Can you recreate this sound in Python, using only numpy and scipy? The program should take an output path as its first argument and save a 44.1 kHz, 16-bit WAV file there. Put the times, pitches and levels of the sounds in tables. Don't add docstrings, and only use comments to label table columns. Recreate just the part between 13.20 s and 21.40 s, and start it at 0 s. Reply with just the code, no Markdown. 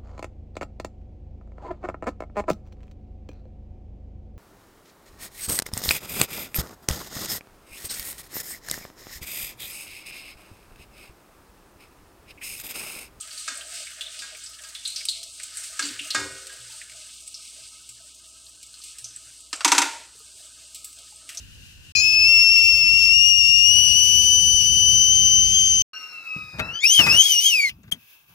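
import sys
import numpy as np
from scipy import signal
from scipy.fft import rfft, irfft, next_fast_len
from scipy.io import wavfile
from scipy.ndimage import uniform_filter1d

SR = 44100
rng = np.random.default_rng(int(sys.argv[2]) if len(sys.argv) > 2 else 0)


def voltage_ratio(decibels):
    exponent = np.asarray(decibels, float) / 20
    return 10 ** exponent


def int16_out(signal):
    q = np.round(np.clip(np.atleast_2d(signal).T, -1, 1) * 32767)
    wavfile.write(sys.argv[1], SR, q.astype(np.int16))


N = 361619
TIME = np.arange(N) / SR
TAIL = 24576
AGE = np.arange(TAIL) / SR
CLICK = np.eye(1, TAIL)[0]
FADE = -np.log(1000) * AGE

# t/s, fizz level between strokes/dB, churning of the oil by the ladle/dB
FRYING = [(0.0, -49, -3.5), (0.8, -50.5, -3.5), (1.5, -50.5, -4), (1.84, -48, -9.5), (1.92, -48, -37),
          (2.17, -49.5, -14), (2.24, -49, -4.5), (2.7, -46.5, -1), (3.3, -49, -5.5), (4.05, -51, -17),
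          (5.2, -54.5, -16), (5.6, -53.5, -13.5), (6.4, -53.5, -18), (7.5, -53, -12.5), (8.2, -53, -11)]
# f/Hz, level/dB
FIZZ_SPECTRUM = [(1120, -71.5), (1900, -19.5), (2150, -6.5), (2400, -4), (2600, -2.5), (3450, -5),
                 (4590, -1), (5340, -3), (5590, -0.5), (6050, -5), (6900, -5.5), (8000, 0), (8730, -2.5),
                 (9710, -11.5), (16000, -31)]
# peak t/s, swell level/dB, rise/s, fall/s, coarse
# share/dB
SWELLS = [(0.19, 7, 0.08, 0.15, 2.5), (0.36, 5.5, 0.045, 0.07, -7), (0.56, 7.5, 0.15, 0.16, 1.5),
          (0.93, 3.5, 0.08, 0.12, 6), (1.03, 2, 0.088, 0.26, 5.5), (1.68, 7, 0.041, 0.088, -1.5),
          (1.77, 2.5, 0.017, 0.031, 7), (1.888, 16, 0.0079, 0.047, -27), (2.38, 11.5, 0.046, 0.21, -11.5),
          (2.64, 3, 0.068, 0.095, 10.5), (3.567, 2.5, 0.036, 0.04, -2), (4.9, 0.2, 1, 0.34, -1),
          (7.35, 0.3, .3, 0.18, 0), (5.62, 4, 0.22, 0.28, -2)]


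def sizzle():
    fine_db, stir_db = curves(FRYING)
    shapes = np.array([ramp(s, rise, fall) for s, _, rise, fall, _ in SWELLS])
    stroke_db = np.array(SWELLS)[:, 1] @ shapes
    coarse_db = -4 + np.array(SWELLS)[:, 4] @ shapes
    swell_db = 0.62 * walk(11)

    small = bursts(rate=3100, spread_db=-2.0, smear=0.0016)
    large = bursts(rate=78, spread_db=-6.0, smear=0.004)
    oil = colour(small + 0.12 * large + 1.03 * rng.standard_normal(N), FIZZ_SPECTRUM)
    coarse, below_spray = [signal.sosfiltfilt(signal.butter(2, hz, fs=SR, output="sos"), oil)
                           for hz in (6000, 11000)]
    fine, spray = below_spray - coarse, oil - below_spray
    fizz = fine * voltage_ratio(0.28 * walk(29))
    fizz = fizz + coarse * voltage_ratio(coarse_db + 0.89 * walk(25))
    fizz = fizz + spray * voltage_ratio(-2 + 0.43 * walk(3.5))

    gurgle = band(bursts(rate=380, spread_db=1.0, smear=0.0059), 1700, 1280)
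    churn_db = stir_db - 0.84 * stroke_db + 2.0 * walk(18.0)
    stir = unit(above(gurgle, 1460)) * voltage_ratio(churn_db)
    return voltage_ratio(fine_db + stroke_db + swell_db) * (fizz / fine.std() + stir)


CRACKLE_HZ = (3250, 4760, 6400, 8000)


def crackle():
    fine_db, stir_db = curves(FRYING)
    snaps, noise = 0, rng.standard_normal(N)
    for hz in CRACKLE_HZ:
        when, size = rng.random((70, 2)).T
        power = np.bincount((when * N).astype(int), voltage_ratio(-6.0 * np.log(size + 0.12)), N)
        envelope = np.sqrt(signal.lfilter([1], [1, -np.exp(-1 / (0.0089 * SR))], power))
        snaps = snaps + unit(band(noise * envelope, hz, hz / 5))
    return voltage_ratio(fine_db - 5.5 + 0.44 * stir_db) * above(snaps, 2600)


# f/Hz, bandwidth/Hz, level/dB
MURMUR_BANDS = [(285, 51, -14), (453, 42, -13.5), (637, 75, 1.5), (917, 26, -13), (1267, 72, 4),
                (1538, 200, 2)]
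# start t/s, length/s, swell level/dB
SLOSHES = [(0.023, 0.17, 10.5), (0.253, 0.41, 14), (0.753, 0.27, 11), (0.979, 0.219, 15), (1.356, 0.2, 11),
           (1.93, 0.175, 8), (2.388, 0.21, 4), (2.801, 0.65, 9.5), (3.712, 0.11, 8.5), (4.3, 0.16, 9.5),
           (4.706, 0.19, 3.5), (6.33, 0.51, 21), (7.186, 0.27, 5), (7.752, 0.098, 14), (8.012, .24, 13)]


def bowl():
    fizz_db, churn_db = curves(FRYING)
    edge_s = 0.031
    slosh_db = 0
    for s, length, db in SLOSHES:
        half = length / 2
        slosh_db = slosh_db + db * np.minimum(ramp(s + half, half, half) * half / edge_s, 1)
    low_db = fizz_db - 25 + slosh_db
    high_db = fizz_db - 15.5 + 0.38 * churn_db + 0.16 * slosh_db
    out = 0
    for hz, width, db in MURMUR_BANDS:
        base_db, patch_db = (low_db, 5.0) if hz < 900 else (high_db, 3.5)
        murmur = twice_band(rng.standard_normal(N), hz, 1.31 * width)
        out = out + voltage_ratio(base_db + db + patch_db * np.tanh(walk(30))) * unit(murmur)
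    return out


# t/s, peak level/dB, f/Hz, sharpness Q, room rel. level/dB
BUBBLES = [(0.107, -33, 4600, 6, 11), (0.177, -28, 4570, 5.7, -11), (0.409, -30, 3130, 8, -12),
           (0.809, -19.5, 3460, 4.3, -1.5), (0.862, -29, 3580, 16, -3), (0.991, -23, 4740, 3.5, -1),
           (1.262, -27, 5130, 7.2, -3.5), (1.55, -24, 3530, 3.3, -3), (1.652, -18.5, 4140, 10, -1.5),
           (1.76, -20.5, 5060, 6.5, -3), (1.886, -12, 4196, 8.5, -3.5), (2.03, -23.5, 5100, 2.6, -11),
           (2.624, -19, 4620, 5.4, 0), (2.792, -18.5, 2810, 7.9, -1.5), (2.904, -17, 4250, 5.7, -5),
           (4.143, -24.5, 5280, 7.6, -2.5), (5.541, -32, 4250, 4, -9), (5.617, -32, 4730, 4.7, -7),
           (5.843, -23, 6090, 6.7, -2), (5.962, -23.5, 7970, 38, -12), (8.091, -24.5, 2810, 0.81, -1.5),
           (8.172, -21, 6000, 7, -8), (8.189, -29, 6400, 3.7, -7)]
# t/s, peak level/dB, f/Hz, sharpness Q, room rel. 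level/dB
FAINT_POPS = [(1.701, -29, 8250, 6, -13), (1.792, -29, 4770, 6.7, 1), (3.816, -35, 8200, 8, -30),
              (4.437, -38, 4700, 4, -14), (5.264, -38, 4270, 4.8, -10), (5.292, -36, 8000, 6, -8),
              (5.464, -38, 7800, 8, -10), (6.191, -47, 8140, 8, -15), (0.412, -37, 1570, 9, -12),
              (6.99, -44, 14200, 3, -20), (7.548, -33, 12500, 2.5, -10), (7.646, -32, 13000, 3, -7)]
# t/s, peak level/dB, crack rel. level/dB, room rel. level/dB
SPITS = [(0.009, -23.5, -26, -13), (0.354, -28, -11, -21), (0.373, -24, -11, -8), (1.236, -29, -20, 2),
         (1.675, -21, -5, -16), (1.853, -18.5, 3, -24), (2.232, -22, 4, -5.5), (2.345, -36, -2, -16),
         (2.371, -20.5, -8, -32), (2.435, -25.5, 9, 6), (2.654, -22, -18, -1), (3.269, -25, 10, -20),
         (4.004, -32, 11, -1), (4.076, -27, 1, -7.5), (4.249, -38, 10, -3), (4.69, -30, 3, -1),
         (5.429, -31.5, 9, -10), (5.589, -35, -28, -12), (5.638, -28.5, 2, -6), (5.784, -28, 2, -3.5),
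         (6.205, -33, 6, -23), (6.358, -26, -27, -15), (7.249, -40, -11, 2), (7.546, -25.5, 3, 0.5),
         (7.556, -30.5, 16.5, -2.5), (7.644, -25.5, -1, -4), (7.729, -34, 14, -14), (7.788, -30, 17, -25),
         (7.96, -35.5, -12, -7), (8.148, -28.5, 14, -8)]
# t/s, peak level/dB, f/Hz
TICKS = [(0.669, -28, 2200), (0.785, -37, 1560), (1.149, -29, 2280), (1.391, -34.5, 1740),
         (1.807, -28, 2240), (2.199, -27, 2130), (3.615, -27, 2200), (3.697, -36, 2220), (3.718, -36, 2250)]
# t/s, peak level/dB, sharpness Q, crack rel. level/dB
TOUCHES = [
    (6.329, -13, 1, 9.5),
    (6.407, -18.5, 2.4, 2),
]
# f/Hz, level/dB, t60/s
RIM_MODES = [(1260, 1.5, .2), (1793, 0, 0.12), (2330, -9, .1), (2730, -1, 0.18)]


def pops():
    bubble_crack_db = -9
    rows = [(s, db, hz, q, bubble_crack_db + (7 - q) / 4, room_db) for s, db, hz, q, room_db in BUBBLES]
    rows += [(s, db, 7870 * (1 + 0.034 * rng.standard_normal()), 12.7, crack_db, room_db)
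             for s, db, crack_db, room_db in SPITS]
    rows += [(s, db, hz, 4.0, 0.5, -17.5) for s, db, hz in TICKS]
    rows += [(s, db, 1360, q, crack_db, -8) for s, db, q, crack_db in TOUCHES]
    rows += [(s, db, hz, q, bubble_crack_db, room_db) for s, db, hz, q, room_db in FAINT_POPS]

    low, high = np.zeros((2, N + TAIL))
    noise = rng.standard_normal((len(rows), TAIL))
    crack = unit(band(colour(CLICK, FIZZ_SPECTRUM, 0.36), 6900, 13400))
    mist = unit(above(CLICK, 9400))
    for (s, db, hz, q, crack_db, room_db), n in zip(rows, noise):
        bubble = unit(band(band(CLICK, hz, 2.25 * hz / q), hz, 3 * hz / q))
        bubble = bubble + .5 * unit(band(CLICK, hz, 0.11 * hz / q))
        if hz < 1500:
            tone = voltage_ratio(-8.5) * held(RIM_MODES)
        else:
            tone_db = -30.5 + 0.44 * q - 0.59 * crack_db
            tone = voltage_ratio(tone_db) * unit(ring([(hz, 0, .2)]) * waver(n, 6.6))
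        if hz > 7000:
            snap = crack + 0.26 * mist
        elif hz > 1500:
            snap = crack
        else:
            snap = unit(band(crack, 3500, 4700))
        out = high if hz > 1500 else low
        add(out, bubble + voltage_ratio(crack_db) * snap, kitchen(n, room_db), s, db, tone)
    return above(high[:N], 1300) + above(low[:N], 200)


# t/s, peak level/dB, ring rel. level/dB, low boom rel. level/dB, room rel. level/dB,
# lowest mode level/dB, mode tilt/dB per octave
KNOCKS = [
    (0.278, -18.5, -3, -30.5, 2, 13.5, 1),
    (1.02, -26.5, 1.5, -39, 0, -19, -1),
    (1.437, -27.5, -3, -43, -19, -12, 1),
    (2.593, -11, -10, -21, -3, 11, 3),
    (2.947, -10, 2.5, -9, -1, 13.5, -1),
    (3.295, -32.5, 4.5, -40, -21, -16, -9),
]
WOK_HZ = (1244, 1481, 1627, 1888, 2177, 2427, 2815, 3171, 3600, 3704, 4269, 4557, 4900, 5346)
# level/dB, t60/s
WOK_LEVELS = [(-11.5, 0.3), (-6, 0.93), (8, 0.36), (-3, 0.7), (-3, 0.76), (-6.5, 0.82), (-15.5, 1),
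              (-22, 0.41), (0, 0.5), (1, 0.12), (-5, 0.71), (-5.5, 0.64), (-3, 0.45), (-8.5, 0.8)]
STOVE_HZ = (291, 345, 388, 468, 529, 797, 910, 1012)
# level/dB, t60/s
STOVE_LEVELS = [(8.5, 0.43), (-12, 0.48), (2.5, 0.79), (-9.5, 1.1), (-2.5, 1.1), (-7, 0.21), (1, .33),
                (0.5, 0.42)]
# f/Hz, level/dB
KNOCK_SPECTRUM = [(59, -74), (100, -25), (260, -44), (1130, -6), (1650, 1.5), (2000, -15), (2170, -6),
                  (2580, -2), (3540, -6.5), (7940, -0.5), (16000, -46)]


def knocks():
    out, noise = np.zeros(N + TAIL), rng.standard_normal((len(KNOCKS), TAIL))
    tick = unit(above(colour(CLICK, KNOCK_SPECTRUM), 1235))
    thud = unit(above(band(CLICK, 380, 1050), 206))
    grate = ring(modes(STOVE_HZ, STOVE_LEVELS))
    grate = grate + 0.47 * ring(modes(np.multiply(STOVE_HZ, 1.035), STOVE_LEVELS), .7)
    boom = grate * onset(0.041)
    for (s, db, ring_db, boom_db, room_db, base_db, tilt_db), n in zip(KNOCKS, noise):
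        struck = []
        for (hz, level_db, t60), c in zip(modes(WOK_HZ, WOK_LEVELS), n):
            place_db = base_db if hz == WOK_HZ[0] else tilt_db * np.log2(hz / 1600)
            struck.append((hz, level_db + 1.3 * c + place_db, t60))
        steel = unit(ring(struck) * waver(n, 1.8) * (1 + 1.8 * decay(0.059)) * onset(0.0037))
        shell = unit(twice_band(n[::-1], 1350, 870) * decay(0.44) * onset(0.009))
        rings = voltage_ratio(ring_db) * (steel + voltage_ratio(-13) * shell)
        rings = rings + voltage_ratio(boom_db) * unit(boom * waver(n[::-1], 2.9))
        rings = rings + voltage_ratio(-15 + .5 * base_db) * held([(1286, 0, .15)])
        blow = tick + voltage_ratio(boom_db - 2) * thud + 0.15 * unit(ring(struck, 0.45))
        add(out, blow, kitchen(n, room_db), s, db, rings)
    return above(out[:N], 94)


# t/s, peak level/dB, ring rel. level/dB, brightness/dB per octave, room rel. 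level/dB,
# pressed ring rel. level/dB
DROPS = [
    (6.447, -0.5, -10.5, 2, -13, -2.5),
    (6.478, -8.5, -11.5, 2, -10.5, -4.5),
    (6.518, -2, -10, 2.2, -9, 0),
    (6.549, -12, -8, -1, -13.5, -7.5),
    (6.5807, 0.5, -11, 3, -13, -3.5),
    (6.618, -7, -7.5, 1, -10, -2),
]
TRAY_HZ = (287, 345, 790, 920, 950, 1200, 1430, 1503, 2215, 2500, 2660, 3510, 3750, 6150)
# level/dB, t60/s
TRAY_LEVELS = [(-5.5, 0.17), (-9, 0.17), (-14.5, 0.55), (-15, 0.23), (-8, 0.11), (-7, 0.14), (-3, 0.19),
               (-2.5, 0.19), (-14.5, 0.14), (-9, 0.15), (-6.5, 0.2), (-27, 0.11), (-8, .1), (-8.5, 0.07)]
# f/Hz, level/dB, t60/s
PRESSED_MODES = [(796, -10.5, .3), (947, -0.5, 0.59), (1203, -5, 0.14), (1434, -9, 0.16),
                 (1509, -8.5, 0.23), (2234, -9, .2), (2670, -9.5, 0.22), (3520, -14, 0.17),
                 (6230, -4.5, 0.12), (7630, -9, .1)]
# f/Hz, level/dB
DROP_SPECTRUM = [(120, -43), (200, -25), (328, -7.5), (659, -25.5), (933, -10), (1080, -17.5),
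                 (1350, -10.5), (2400, -12), (3310, -14.5), (7970, -17), (16000, -49.5)]
PRESS_S = 0.017


def drops():
    out, noise = np.zeros(N + TAIL), rng.standard_normal((len(DROPS), TAIL))
    fading = 1 / (1 + (AGE / 0.23) ** 5)
    plastic = ring(modes(TRAY_HZ, TRAY_LEVELS))
    rattle = onset(0.0011) / (1 + (AGE / 0.013) ** 6) * decay(0.05)
    press = unit(above(ring(PRESSED_MODES), 805) * onset(0.0041) / (1 + (AGE / PRESS_S) ** 8))
    for (s, db, ring_db, tilt_db, room_db, press_db), n in zip(DROPS, noise):
        tray = unit(plastic * (0.8 * decay(0.69) + 0.97) * fading * waver(n, 4.8) * onset(0.0089))
        hollow = unit(twice_band(n, 920, 96) * decay(0.41))
        tray = tray + voltage_ratio(-2) * hollow
        spot = .8 * noise[0] + .6 * n[::-1]
        room = 0.97 * kitchen(spot, room_db + 5.5) + voltage_ratio(-11.5) * spot * rattle
        room = room / (1 + (AGE / 0.64) ** 6)
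        crack = unit(colour(CLICK, DROP_SPECTRUM, tilt_db)) + 0.24 * unit(plastic * decay(0.091))
        add(out, crack, room, s, db, voltage_ratio(ring_db) * tray + voltage_ratio(press_db) * press * waver(n, 0.84))
    return above(out[:N], 260)


# t/s, peak level/dB, f/Hz, t60/s
THUMPS = [(0.314, -49, 262, 0.073), (0.524, -47, 683, 0.28), (2.63, -37, 287, 0.34),
          (2.705, -37, 285, 0.071), (2.711, -55, 109, 0.67), (2.72, -68, 78.5, 0.46),
          (2.804, -44, 289, 0.23), (2.961, -44.5, 113, 0.47), (3.0, -47, 81, .5), (3.109, -49, 122, 0.17),
          (2.97, -51, 197, .5), (2.66, -58, 187, .4), (3.385, -55, 119, 0.6), (3.496, -55.5, 900, 0.16),
          (3.7, -68, 119, .6), (4.39, -62, 119.3, 0.32), (4.68, -65, 118, 0.6), (6.05, -60, 116, 0.46),
          (7.08, -68.5, 119, 0.57), (3.82, -61, 611, .15), (3.88, -63, 1260, .1), (4.519, -54, 1278, 0.19),
          (4.613, -59, 1285, .1), (4.8, -56.5, 657, 0.11), (5.151, -59, 1310, 0.076),
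          (5.332, -63, 663, 0.051), (5.601, -51, 1250, 0.046), (5.81, -54.5, 116, 0.49),
          (5.86, -57, 662, 0.088), (6.328, -41.5, 300, 0.064), (6.949, -56, 430, .06), (7, -57, 443, 0.08),
          (7.003, -51.5, 1238, 0.14), (7.148, -59, 368, 0.051), (7.2, -52.5, 660, .08),
          (7.28, -64, 1270, 0.12), (7.44, -58.5, 600, 0.11), (7.923, -51, 850, 0.087)]


def thumps():
    out, noise = np.zeros(N + TAIL), rng.standard_normal((len(THUMPS), TAIL))
    for (s, db, hz, t60), n in zip(THUMPS, noise):
        bump = ring([(hz, 0, t60)]) * onset(2.3 / hz) ** 2 * waver(n, 6 * min(hz / 700, 1))
        add(out, bump, CLICK, s, db)
    return out[:N]


# f/Hz, level/dB rms
HUM = [(59.2, -68), (96.9, -85.5), (118.4, -78)]
# f/Hz, level/dB
AIR_SPECTRUM = [(18, -49), (30, -13), (65, -6), (171, -17), (284, -10.5), (499, -20.5), (638, -28),
                (774, -24.5), (923, -18.5), (2000, -20.5), (2600, -59), (4400, -120)]


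def fridge():
    lines = 0
    for k, (hz, db) in enumerate(HUM):
        level = voltage_ratio(db + 3.5 + (-0.3 + .8 * k) * walk(11))
        lines = lines + level * np.sin(2 * np.pi * hz * TIME + 0.22 * k * walk(5.1))
    air = unit(colour(rng.standard_normal(N), AIR_SPECTRUM))
    return lines + voltage_ratio(-69 + 0.22 * walk(27)) * air


NEAR = decay_near = np.exp(FADE / 0.072) / (1 + (AGE / 0.015) ** 8)
NEAR = decay_near + 0.99 * np.exp(FADE / 0.037) + 1.67 * np.exp(FADE / 0.004)
NEAR = NEAR * np.minimum(AGE / 0.000083, 1)


def kitchen(noise, room_db):
    dull = band(noise, 1100, 3800)
    tail = (dull * decay(0.58) + (noise - dull) * decay(0.44)) * onset(0.0042)
    return noise * NEAR + voltage_ratio(room_db) * tail


def add(out, sound, response, s, db, direct=0.):
    heard = unit(irfft(rfft(sound) * rfft(response), TAIL)) + direct
    k = int(s * SR)
    out[k:k + TAIL] += heard * voltage_ratio(db) / np.abs(heard[:1800]).max()


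def bursts(rate, spread_db, smear):
    chance, size = rng.random((2, N))
    clicks = (chance < rate / SR) * voltage_ratio(-spread_db * np.log(size + 0.0037))
    power = signal.lfilter([1], [1, -np.exp(-1 / (smear * SR))], clicks ** 2)
    return unit(rng.standard_normal(N) * np.sqrt(power))


def ring(modes, shorten=1.0):
    return sum(voltage_ratio(db) * np.sin(2 * np.pi * hz * AGE) * decay(t60 * shorten) for hz, db, t60 in modes)


def held(modes):
    return unit(ring(modes) * onset(0.0027) / (1 + (AGE / PRESS_S) ** 8))


def modes(hz, rows):
    return [(f, *row) for f, row in zip(hz, rows)]


def decay(t60):
    return np.exp(FADE / t60)


def onset(rise_s):
    return np.minimum(AGE / rise_s, 1)


def waver(noise, depth_db):
    return voltage_ratio(depth_db * unit(uniform_filter1d(uniform_filter1d(noise, size=500), size=300)))


def walk(rate):
    k = int(SR / rate)
    steps = np.repeat(rng.standard_normal(N // k + 1), k)
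    return 2.94 * uniform_filter1d(uniform_filter1d(steps, k), k)[:N]


def ramp(s, rise, fall):
    return np.interp(TIME, [s - rise, s, s + fall], [0, 1, 0])


def curves(table):
    s, *columns = np.transpose(table)
    return [np.interp(TIME, s, c) for c in columns]


def colour(x, points, tilt_db=0.):
    size = next_fast_len(len(x))
    hz, db = np.transpose(points)
    octave = np.log2(np.maximum(np.arange(size // 2 + 1) * SR / size, 1))
    gain_db = np.interp(octave, np.log2(hz), db) + tilt_db * (octave - 11)
    cep = irfft(np.log(voltage_ratio(gain_db)), size)
    cep[1:size // 2] *= 2
    cep[size // 2 + 1:] = 0
    return irfft(rfft(x, size) * np.exp(rfft(cep)), size)[:len(x)]


def band(x, hz, width):
    b, a = signal.iirpeak(hz, max(hz / width, .3), SR)
    return signal.lfilter(b, a, x)


def twice_band(x, hz, width):
    return band(band(x, hz, width), hz, width)


def above(x, hz):
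    return signal.sosfilt(signal.butter(6, hz, "high", fs=SR, output="sos"), x)


def unit(x):
    return x / np.sqrt(np.mean(x ** 2))


# f/Hz, bandwidth/Hz, share removed
DIPS = [(1986, 140, 0.57), (2396, 100, 0.45), (3100, 24, 0.074), (5500, 260, 0.62), (12600, 250, 0.51)]


def scene():
    oil = sizzle() + crackle()
    for hz, width, share in DIPS:
        oil = oil - share * band(oil, hz, width)
    echoes = (rng.standard_normal(TAIL) * decay(.035))[:2048]
    oil = oil + voltage_ratio(-15) * signal.oaconvolve(oil, echoes / np.linalg.norm(echoes))[:N]
    mono = oil + bowl() + pops() + knocks() + drops() + thumps() + fridge()
    return np.array([mono, mono])


def denoise(x, floor_db=-15, low_hz=1500, top_hz=2300):
    hz, _, z = signal.stft(x, SR, nperseg=1024)
    power = uniform_filter1d(np.abs(z) ** 2, size=3, axis=1)
    steady = uniform_filter1d(np.quantile(power, 1 / 3, axis=1), size=9)
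    reach = 1 / (1 + (hz / top_hz) ** 12) / (1 + (low_hz / (hz + 1)) ** 8)
    gain = np.maximum(1 - (reach * steady)[:, None] / power, voltage_ratio(2 * floor_db))
    return signal.istft(z * np.sqrt(gain), SR, nperseg=1024)[1][:N]


def roll_off(x):
    return signal.sosfilt(signal.butter(12, 16460, fs=SR, output="sos"), x)


def record(dry):
    rounded = np.tanh(denoise(dry[0]) / 1.5) * 1.5
    low_pass = signal.ellip(6, .5, 25, 15800, fs=SR, output="sos")
    mono = signal.sosfilt(low_pass, np.clip(rounded, -.9, .9))
    return roll_off(np.array([mono, mono]))


dry = scene()
out = record(dry)
int16_out(out)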